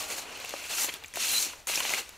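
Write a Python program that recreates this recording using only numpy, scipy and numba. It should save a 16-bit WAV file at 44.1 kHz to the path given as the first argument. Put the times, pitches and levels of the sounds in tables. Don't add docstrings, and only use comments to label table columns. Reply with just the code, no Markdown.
import sys
import numpy as np
from scipy import signal
from scipy.fft import rfft, irfft, next_fast_len
from scipy.io import wavfile
from scipy.ndimage import uniform_filter1d
from numba import njit

SR = 44100
rng = np.random.default_rng(int(sys.argv[2]) if len(sys.argv) > 2 else 0)


def unload_wav(signal):
    wavfile.write(
        sys.argv[1],
        SR,
        np.round(np.clip(np.atleast_2d(signal).T, -1, 1) * 32767).astype(np.int16),
    )


N = 95697


def amp(db):
    return 10 ** (np.asarray(db) / 20)


def read(table, hz):
    points = np.array(table, float)
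    return np.interp(np.log(hz + 1), np.log(points[:, 0]), points[:, 1])


def colour(x, table):
    n = next_fast_len(N + 2048)
    hz = np.arange(n // 2 + 1) * SR / n
    return irfft(rfft(x, n) * amp(read(table, hz)), n)[:N]


def tail(t60):
    t = np.arange(SR // 2) / SR
    h = rng.standard_normal(SR // 2) * np.exp(-np.log(1000) * t / t60)
    return h / np.sqrt(np.sum(h ** 2))


def walk(rate):
    hold = int(SR / rate)
    steps = np.repeat(rng.standard_normal(N // hold + 1), hold)
    return 1.54 * uniform_filter1d(steps, hold)[:N]


@njit
def ring(n, sr, start, hz, t60, size):
    y = np.zeros(n)
    for k in range(len(start)):
        turn = np.exp((2j * np.pi * hz[k] - np.log(1000.) / t60[k]) / sr)
        z, first = size[k] + 0j, int(start[k] * sr)
        for i in range(max(first, 0), min(n, first + int(t60[k] * sr))):
            y[i] += z.imag
            z *= turn
    return y


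# frequency in Hz, relative density in dB per Hz.
ROOM_COLOUR = [(20, -1.5), (50, -2.5), (85, 3), (130, -8), (250, -11.5), (1100, -12.5), (2760, -11.5),
               (15500, -24.5)]
ROOM_DB = -57


def room():
    hush = colour(rng.standard_normal(N), ROOM_COLOUR)
    return hush / np.std(hush) * amp(ROOM_DB)


WALLS_T60_S, WALLS_DB = .2, -13
NEAR_LOW_HZ = 173


def in_room(near, walls):
    bass_cut = signal.butter(N=3, Wn=NEAR_LOW_HZ, btype="high", fs=SR, output="sos")
    reverberation = amp(WALLS_DB) * signal.fftconvolve(near, walls)[:N]
    return signal.sosfilt(bass_cut, near + reverberation) + room()


# time in seconds, centre pitch in Hz, mean amplitude in dB.
SQUEAK_PATH = [(1.3, 3950, -44), (1.34, 4000, -32), (1.364, 4020, -26.5), (1.385, 4130, -25.5),
               (1.395, 4150, -40), (1.41, 4200, -53)]
CHATTER_HZ, CHATTER_DEPTH = 105, 0.56


def squeak():
    t = np.arange(N) / SR
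    s, pitch_hz, level_db = np.array(SQUEAK_PATH).T
    hz = np.interp(t, s, pitch_hz) * (1 + 0.0118 * walk(250))
    chatter = 1 + CHATTER_DEPTH * np.sin(2 * np.pi * CHATTER_HZ * (t - 1.353))
    level = amp(np.interp(t, s, level_db, -120, -120))
    return level * chatter * np.sin(2 * np.pi * np.cumsum(hz) / SR)


# listed time in seconds, just before the knock sounds,
# relative level in dB, pitch in Hz.
BOX_KNOCKS = [(0.44, -33, 706), (0.535, -22.5, 564), (0.781, -26, 1385), (0.839, -28, 870),
              (0.882, -27.5, 465), (1.022, -39, 844), (1.168, -23, 680), (1.461, -34.5, 300),
              (1.531, -34.5, 1000), (1.669, -35, 930), (1.693, -25.5, 620), (1.772, -27.5, 582),
              (1.802, -23, 1035), (1.848, -25, 820), (1.903, -27, 646), (1.934, -28, 1570),
              (1.976, -25.5, 1540)]
# multiple of the knock's pitch, relative level in dB, T60 in seconds.
BOX_MODES = [(.55, -8, 0.038), (1, 1.5, 0.031), (1.45, -0.5, 0.021), (2.1, -1.5, 0.015), (3.2, -1, 0.0093)]
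KNOCK_DELAY_S = 0.002966


def knocks():
    s, db, hz = np.array(BOX_KNOCKS, float).T
    out = np.zeros(N)
    for k, (multiple, mode_db, t60) in enumerate(BOX_MODES):
        size = (-1) ** k * amp(db + mode_db - 5.5)
        out += ring(N, 1. * SR, s + KNOCK_DELAY_S, hz * multiple, 0 * s + t60, size)
    return out


# start in seconds, relative level in dB, pitch in Hz,
# brightness in dB (relative level of the crack against the ring).
PEANUT_TICKS = [(0.1836, -25, 4260, -5), (0.374, -26.5, 2480, -10), (0.401, -34, 2440, -2),
                (0.4476, -23.5, 2660, -10), (0.4574, -28, 3010, -10), (0.4931, -26.5, 3860, -4),
                (0.5074, -27.5, 2040, -5), (0.8418, -21, 6740, -16), (0.846, -18.5, 7150, -7),
                (0.8919, -17, 2710, -18), (0.9396, -18.5, 3520, -10), (1.038, -25.5, 3500, -12),
                (1.0447, -24, 2360, -20), (1.0591, -30.5, 6900, -15), (1.0816, -34, 6100, -8.5),
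                (1.103, -38, 2670, -12), (1.1284, -43, 3300, -12), (1.1387, -27, 2100, -8),
                (1.1574, -20, 2560, -8), (1.6023, -38.5, 2130, -6), (1.6707, -21.5, 6900, -10),
                (1.737, -17, 2740, -22), (1.7568, -12, 5660, -15), (1.7734, -20, 5830, -20),
                (1.7751, -14.5, 2450, -11), (1.8035, -14, 2850, -11), (1.8517, -14, 2810, -20),
                (1.8936, -15.5, 2660, -9), (1.9365, -12, 2180, -19), (2.0918, -35.5, 2300, 2)]
TICK_T60_S, CRACK_T60_S = .018, .008
TICK_SPREAD = 0.397


def ticks():
    s, db, hz, bright_db = np.array(PEANUT_TICKS, float).T[:, :, None]
    draws = rng.random((len(s), 20))
    near, crack = draws[:, :4], draws[:, 4:]

    partial_s = s + .0008 * near[:, ::-1]
    partial_hz = hz * (1 + TICK_SPREAD * (near - .5) * np.linspace(0, 1, near.shape[1]))
    partial_size = amp(db - 13) + 0 * near
    body = ring(N, 1. * SR, partial_s.ravel(), partial_hz.ravel(),
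                np.full(near.size, TICK_T60_S), partial_size.ravel())

    crack_s = s + 0.00037 * crack[:, ::-1]
    crack_hz = 1500 + 13500 * crack
    crack_size = amp(db + bright_db - 9) + 0 * crack
    return body + ring(N, 1. * SR, crack_s.ravel(), crack_hz.ravel(),
                       np.full(crack.size, CRACK_T60_S), crack_size.ravel())


# time in seconds, relative rustle level in dB,
# then box rumble, scrape and treble in dB relative to the rustle (each used about its column's mean).
DIGGING = [(0, -40, 3, 4.5, -1), (.068, -46.5, 3.5, -0.5, -3.5), (.115, -40.5, 1.5, 2.5, -2.5),
           (.15, -45.5, 2.5, 6.5, -1), (.185, -43, 0.5, 5, 1.5), (.26, -48, 5.5, -4.5, -10.5),
           (.39, -46, -1, -1.5, -12), (.5, -43.5, -5, 0, -8.5), (.56, -44, -2.5, -2, -8.5),
           (.69, -45.5, -6.5, 0.5, -4), (.71, -39, -4, 0, -4.5), (.78, -41, -8, 5, 3),
           (.846, -40.5, 0.5, 7, 7), (.876, -42.5, 0, 1.5, 0), (.894, -34.5, -10, -8, -15),
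           (.905, -46, -7, 0, -4), (.95, -47, -1, 0, -7), (1.01, -54, 0, -5, -11),
           (1.045, -53, -8, -5, -16), (1.07, -58.5, -2, -1, -5), (1.136, -63, 2, 3, -10),
           (1.14, -50, 3, -2, -6), (1.162, -40, -4, 2.5, -1.5), (1.189, -44.5, -3, 5.5, 0.5),
           (1.211, -35, -17.5, 1, -4.5), (1.245, -35, -16, 3.5, -3), (1.27, -37, -11, 5.5, 2),
           (1.331, -37.5, -8, 2, 4), (1.365, -34.5, -12.5, 4.5, 3), (1.427, -41, -5, 11, 7.5),
           (1.505, -48.5, -2, 3.5, -5.5), (1.595, -60, 6.5, 2, -4.5), (1.667, -67, -1, -3, -8),
           (1.671, -42, 6, 2, 7), (1.685, -36, -11, -2, -1.5), (1.755, -34.5, -15, 1, -3),
           (1.813, -38.5, -2, 2, -2), (1.891, -36.5, -9, 0.5, -6), (1.923, -40.5, 7, 6, 2),
           (1.94, -32.5, -6, -1, -7), (1.957, -42, -5, 1, -2.5), (1.984, -36.5, -4, 0.5, -3),
           (2.035, -50.5, -3.5, -2, -7), (2.17, -58, 3.5, 0, -9)]
DIGGING_HZ = (700, 2600, 5500, 11000)
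# frequency in Hz, relative density in dB per Hz.
FOAM_COLOUR = [(120, -43), (200, -13.5), (315, -10.5), (358, -8), (515, -4.5), (1050, -4.5), (1260, -5),
               (1590, -5), (1710, -5.5), (2700, 1.5), (3610, -5.5), (4180, -0.5), (4920, -7), (6710, -1),
               (8050, -7.5), (13900, -12.5), (15500, -28)]
CONTACTS_PER_S = 30000
RING_CYCLES = 37.5
RING_SPREAD = 2.37
RUSTLE_DB, SCATTER_DB, CLUMP_DB = -6, 2.8, 1.


def rustle(clumps):
    dig = np.array(DIGGING)
    when, pitch, rarity, sign, length = rng.random((CONTACTS_PER_S * N // SR, 5)).T
    t = when * N / SR
    hz = 16000 * (.11 + .89 * pitch) ** 2
    tilt_db = 15 * np.log10(hz / 3000)
    db = np.interp(t, dig[:, 0], dig[:, 1]) + read(FOAM_COLOUR, hz) + tilt_db
    for column, share in ((2, [1, 0, 0, 0]), (3, [0, 0, 1, 0]), (4, [0, 0, 0, 1])):
        band_db = np.interp(t, dig[:, 0], dig[:, column] - dig[:, column].mean())
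        db = db + np.interp(np.log(hz), np.log(DIGGING_HZ), share) * band_db
    db = db + SCATTER_DB * np.minimum(-np.log(rarity), 3.5)
    db = db + CLUMP_DB * clumps[(t * SR).astype(int)]
    t60 = RING_CYCLES * RING_SPREAD ** (length - .5) / hz
    return ring(N, 1. * SR, t, hz, t60, amp(db + RUSTLE_DB) * np.sign(sign - .5))


# frequency in Hz, gain of the unlike sound in the side in dB.
STEREO_WIDTH = [(60, -9), (200, -7), (700, -10), (1500, -8.5), (2300, -29.5), (5500, -22.5), (8000, -5),
                (15000, 1)]
# frequency in Hz, gain of the mid sound copied to the side in dB.
LEFT_LEAN = [(60, -24), (250, -18), (1000, -34), (4000, -45), (7000, -30), (9000, -14), (14000, -9)]
SPREAD_T60_S = 0.011


def scene():
    clumps = walk(59.75)
    hits = ticks() + knocks() + squeak()
    walls = tail(WALLS_T60_S)
    mid = in_room(rustle(clumps) + hits, walls)
    smeared_hits = signal.fftconvolve(hits, tail(SPREAD_T60_S))[:N]
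    apart = in_room(rustle(clumps) + smeared_hits, walls)
    side = colour(apart, STEREO_WIDTH) + colour(mid, LEFT_LEAN)
    return np.array([mid + side, mid - side])


TOP_HZ = 15600


def record(dry):
    top_cut = signal.ellip(10, .2, 80, TOP_HZ, fs=SR, output="sos")
    return signal.sosfilt(top_cut, dry)


dry = scene()
out = record(dry)
unload_wav(out)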